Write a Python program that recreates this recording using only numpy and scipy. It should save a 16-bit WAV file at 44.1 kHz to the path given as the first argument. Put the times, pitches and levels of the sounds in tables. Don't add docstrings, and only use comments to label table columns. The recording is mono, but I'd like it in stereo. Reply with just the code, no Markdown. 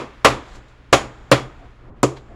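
import sys
import numpy as np
from scipy import signal
from scipy.fft import rfft, irfft, next_fast_len
from scipy.io import wavfile
from scipy.ndimage import map_coordinates

SR = 44100
rng = np.random.default_rng(int(sys.argv[2]) if len(sys.argv) > 2 else 0)


def bounce(signal):
    frames = np.transpose(np.atleast_2d(signal))
    limited = np.clip(frames, -1, 1)
    pcm = np.round(limited * 32767).astype(np.int16)
    wavfile.write(sys.argv[1], SR, pcm)


N = 103635
BLOW_SAMPLES = SR * 3 // 4
ATTACK_S = 0.0017


def amp(db):
    return 10 ** (np.asarray(db) / 20)


def unit(x):
    return x / np.sqrt(np.mean(x ** 2) + 1e-20)


def along(points, hz):
    knots_hz, values = np.transpose(points)
    return np.interp(np.log(hz + 1), np.log(knots_hz + 1), values)


def filtered(x, response):
    n = x.shape[-1]
    size = next_fast_len(n + 8192)
    return irfft(rfft(x, size) * response(np.fft.rfftfreq(size, 1 / SR)), size)[..., :n]


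def wobble(knots_per_s):
    return map_coordinates(rng.standard_normal(2048), [np.arange(N) * knots_per_s / SR], mode="mirror")


def add(out, start_s, x):
    i = round(start_s * SR)
    x = x[:, max(-i, 0):max(N - i, 0)]
    out[:, max(i, 0):max(i, 0) + x.shape[1]] += x


# freq_hz, correlation
DIFFUSE = [(60, .6), (130, 0.5), (300, 0.9), (640, .25), (1400, 0.1), (15000, 0.02)]


def noise(spectrum, size, likeness=DIFFUSE):
    def mid_side_gains(hz):
        angle = np.arccos(np.clip(along(likeness, hz), -1, 1)) / 2
        return amp(along(spectrum, hz)) * [np.cos(angle), np.sin(angle)]
    mid, side = filtered(rng.standard_normal((2, size)), mid_side_gains)
    return unit(np.array([mid + side, mid - side]))


# freq_hz, left_minus_right_db
SHOE_BALANCE = [(300, -1), (1300, 0.5), (2400, 1.5), (4400, 8), (7500, 10), (13000, -10)]


def pan(hz, lean_db=0):
    db = along(SHOE_BALANCE, hz) + lean_db
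    return amp(np.array([db, -db]) / 2)


# freq_hz, density_db
PUNCH_SPECTRUM = [(100, -17.5), (300, -3), (600, 3), (850, -3.5), (1150, 4.5), (1800, -6.5), (4000, -23.5),
                  (12000, -48.5)]
CLATTER_SPECTRUM = [(30, -18), (110, -14.5), (170, -5), (300, -5), (560, 1), (850, -8.5), (1200, 1.5),
                    (1550, -7), (2500, -8), (5000, -19.5), (7200, -18), (8500, -28.5), (10200, -28),
                    (11500, -46.5), (16000, -50)]
# freq_hz, correlation
DIRECT = [(150, 0.16), (500, .85), (1200, 0.32), (2500, .2), (6000, 0.038)]


def heel_knock(t, burst):
    punch_db, punch_t60_s = 9.5, 0.026
    clatter_db, hold_s, clatter_t60_s = -1, 0.0058, 0.077
    push_db, push_s = -17, 0.0036
    punch = burst(PUNCH_SPECTRUM, DIRECT) * amp(punch_db - 60 * t / punch_t60_s)
    clatter = burst(CLATTER_SPECTRUM) * amp(clatter_db - 60 * np.maximum(t - hold_s, 0) / clatter_t60_s)
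    push = amp(push_db) * np.sin(2 * t / push_s) * np.exp(-t / push_s / 2)
    return (punch + clatter) * (1 - np.exp(-t / ATTACK_S)) + push


# pitch_hz, level_db, t60_s
SHOE_MODES = [(70.5, -25.5, 0.38), (123.25, -21, 0.33), (130.8, -12, 0.29), (213.8, -21, 0.13),
              (293.4, -8, 0.11), (377.8, -9, .1), (422.6, -15.5, .1), (504.3, -19.5, 0.064),
              (555.7, -13, 0.17), (675, -17, 0.14), (782, -19, 0.16), (1044, -8, 0.096), (1179, -15, 0.15)]
STEEL_MODES = [(3140, -25, .17), (3345, -30, 0.32), (6500, -37.5, 0.18), (6750, -34, 0.12),
               (6950, -32, 0.26), (6940, -37, 0.18), (7350, -32.5, .13)]


def ringing(t, colour_db, steel_db, scatter_db=2.5):
    out = np.zeros((2, len(t)))
    for modes, offset_db in (SHOE_MODES, 0), (STEEL_MODES, steel_db):
        for hz, level_db, t60_s in modes:
            stereo_spread_rad = 0.39 * hz / 500
            phase = rng.uniform(0, 2 * np.pi) + stereo_spread_rad * rng.standard_normal((2, 1))
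            db = level_db + offset_db + colour_db(hz) - scatter_db * rng.standard_normal()
            out += pan(hz)[:, None] * amp(db - 60 * t / t60_s) * np.sin(2 * np.pi * hz * t + phase)
    return out * (1 - np.exp(-t / ATTACK_S))


# freq_hz, density_db
ECHO_SPECTRUM = [(30, -29), (170, -12.5), (330, -2), (700, -5.5), (1150, -1.5), (1600, -8.5), (2400, -7.5),
                 (3400, -12.5), (6000, -19), (7300, -19), (8300, -25), (10200, -24.5), (11500, -34.5),
                 (16000, -48)]
LATE_SPECTRUM = [(200, -12.5), (500, 4.5), (1200, 5.5), (2300, -3), (2900, -10.5), (3300, -4.5),
                 (4200, -15), (6000, -20), (7200, -12.5), (8300, -28), (15000, -50)]
# freq_hz, t60_s
ECHO_DECAY = [(100, 0.49), (400, 0.36), (1100, 0.31), (3000, 0.25), (7000, .26), (14000, .19)]


def room_echo(t, burst, echo_db, late_db, rise_s=0.0041, late_t60_s=1.45):
    hz, frame_s, frames = signal.stft(burst(ECHO_SPECTRUM), SR, nperseg=256)
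    decay = amp(-60 * frame_s / along(ECHO_DECAY, hz)[:, None])
    echo = signal.istft(frames * decay, SR, nperseg=256)[1][:, :len(t)]
    echo *= amp(echo_db - 9) * (1 - np.exp(-t / rise_s))
    late = burst(LATE_SPECTRUM) * amp(late_db - 41 - 60 * t / late_t60_s)
    return echo + late


# freq_hz, share
WEIGHT_BAND = [(150, 1), (260, 0.1)]
BITE_BAND = [(450, 0.27), (1000, 0.024), (1700, 0.9), (4500, 0.63), (7500, 0), (15000, .6)]
BRIGHT_BAND = [(4000, 0.22), (7000, 1), (10000, 0.88), (15000, .3)]
LEAN_BAND = [(2000, 0.027), (7000, 0.62), (14000, .3)]
# freq_hz, density_db
CRACK_SPECTRUM = [(200, -28.5), (2000, -5), (5500, 0), (7000, 3.5), (8500, -5.5), (10200, -3),
                  (11300, -21.5), (16000, -29)]
# start_s, level_db, weight_db, bite_db, bright_db, hollow_hz, hollow_db,
# crack_db, steel_db, echo_db, late_db, lean_db
HAMMER_BLOWS = [(-.1, -1.5, -0.5, -1, -7, 404, -1, 13, 4.5, 6.5, 3.5, -1.5),
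                (.2472, 3.5, -3, 0.5, -3.5, 301, 0, -0.5, -9.5, -1.5, 2.5, -2),
                (0.9276, -1, -3, 1.5, 1, 620, 1.5, -2, 6, -1, 3.5, -4),
                (1.3159, -0.5, -1, 1.5, -2, 560, 1.5, 3, -1.5, -2.5, 0, -8.5),
                (2.031, -6.5, 6, -9.5, 0, 388, 10, 7.5, -3, -3, 2, -1)]


def hammer(crack_t60_s=0.012, graze_lead_s=0.0018, graze_db=-30, hollow_octaves=0.4):
    out, t = np.zeros((2, N)), np.arange(BLOW_SAMPLES) / SR
    for (start_s, level_db, weight_db, bite_db, bright_db, hollow_hz, hollow_db,
         crack_db, steel_db, echo_db, late_db, lean_db) in HAMMER_BLOWS:
        def colour_db(hz):
            sole_hollow = np.exp(-(np.log2((hz + 1) / hollow_hz) / hollow_octaves) ** 2)
            return (weight_db * along(WEIGHT_BAND, hz) + bite_db * along(BITE_BAND, hz)
                    + bright_db * along(BRIGHT_BAND, hz) + hollow_db * sole_hollow)

        def burst(spectrum, likeness=DIFFUSE):
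            raw = noise(spectrum, BLOW_SAMPLES, likeness)
            return filtered(raw, lambda hz: amp(colour_db(hz)) * pan(hz, lean_db * along(LEAN_BAND, hz)))

        crack = burst(CRACK_SPECTRUM) * amp(-60 * t / crack_t60_s)
        strike = amp(crack_db - 9) * crack + heel_knock(t, burst) + ringing(t, colour_db, steel_db)
        echo = room_echo(t, burst, echo_db, late_db)
        add(out, start_s - graze_lead_s, amp(level_db + graze_db) * crack)
        add(out, start_s, amp(level_db) * (strike + echo))
    return out


# freq_hz, density_db
ROOM_SPECTRUM = [(15, -16.5), (28, 1.5), (70, -12), (125, -11.5), (175, -18.5), (310, -18.5), (500, -22.5),
                 (850, -26.5), (1200, -24.5), (2300, -30.5), (5000, -45), (7400, -53), (8500, -58.5),
                 (10300, -58), (12000, -73.5), (16000, -61.5)]
# time_s, gain_db
HISS_ENVELOPE = [(0, 5), (.6, -1.5), (.9, -2), (1.6, -0.5), (1.898, -5.5), (1.906, -23.5), (1.935, -19),
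                 (1.97, -6), (2.35, -3)]
# pitch_hz, level_db
HUM_TONES = [(59.5, -54), (120, -55.5)]


def room_tone(level_db=-42.5, sway_db=4, crossover_hz=1200):
    t, air = np.arange(N) / SR, noise(ROOM_SPECTRUM, N)
    low = filtered(air, lambda hz: 1 / (1 + (hz / crossover_hz) ** 4))
    rumble = low * amp(sway_db * wobble(knots_per_s=12))
    hiss = (air - low) * amp(np.interp(t, *np.transpose(HISS_ENVELOPE)))
    hum = sum(amp(db) * np.sqrt(2) * np.sin(2 * np.pi * (hz * t + rng.random())) for hz, db in HUM_TONES)
    return amp(level_db) * (rumble + hiss) + hum


# freq_hz, density_db
RUB_SPECTRUM = [(150, -2.5), (800, 11), (2200, 2), (4000, 1.5), (5800, -11.5), (7300, -11), (8600, -22),
                (10500, -23), (15000, -41)]
# peak_s, rise_s, fall_s, level_db, treble_db
HAND_RUBS = [(0.491, 0.12, .05, -49.5, 4.5), (.562, 0.05, 0.02, -48.5, 13), (.684, .004, 0.033, -57.5, 11),
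             (2.17, .006, 0.017, -38.5, -1.5)]


def hand_rubs(grain_db=1.2):
    out, t = np.zeros((2, N)), np.arange(N) / SR
    for peak_s, rise_s, fall_s, level_db, treble_db in HAND_RUBS:
        friction = noise(RUB_SPECTRUM, N)
        rub = filtered(friction, lambda hz: amp(treble_db * along(BRIGHT_BAND, hz)) * pan(hz))
        envelope = np.exp(-np.abs(t - peak_s) / np.where(t < peak_s, rise_s, fall_s))
        out += amp(level_db + grain_db * wobble(knots_per_s=300)) * rub * envelope
    return out


# peak_s, pitch_hz, level_db, half_length_s
SHOE_CREAKS = [(1.623, 706, -47, 0.042), (2.322, 675, -42, 0.021)]


def shoe_creaks(half_width_hz=54):
    out, t = np.zeros((2, N)), np.arange(N) / SR
    for peak_s, pitch_hz, level_db, half_length_s in SHOE_CREAKS:
        white = rng.standard_normal((2, N))
        creak = unit(filtered(white, lambda hz: 1 / (1 + ((hz - pitch_hz) / half_width_hz) ** 2)))
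        out += amp(level_db) * creak * np.exp(-((t - peak_s) / half_length_s) ** 2)
    return out


def scene():
    return hammer() + hand_rubs() + shoe_creaks() + room_tone()


def record(dry, ceiling=0.98, hardness=9, cutoff_hz=16000):
    clipped = ceiling * dry / (1 + np.abs(dry) ** hardness) ** (1 / hardness)
    return filtered(clipped, lambda hz: 1 / (1 + (hz / cutoff_hz) ** 80))


dry = scene()
out = record(dry)
bounce(out)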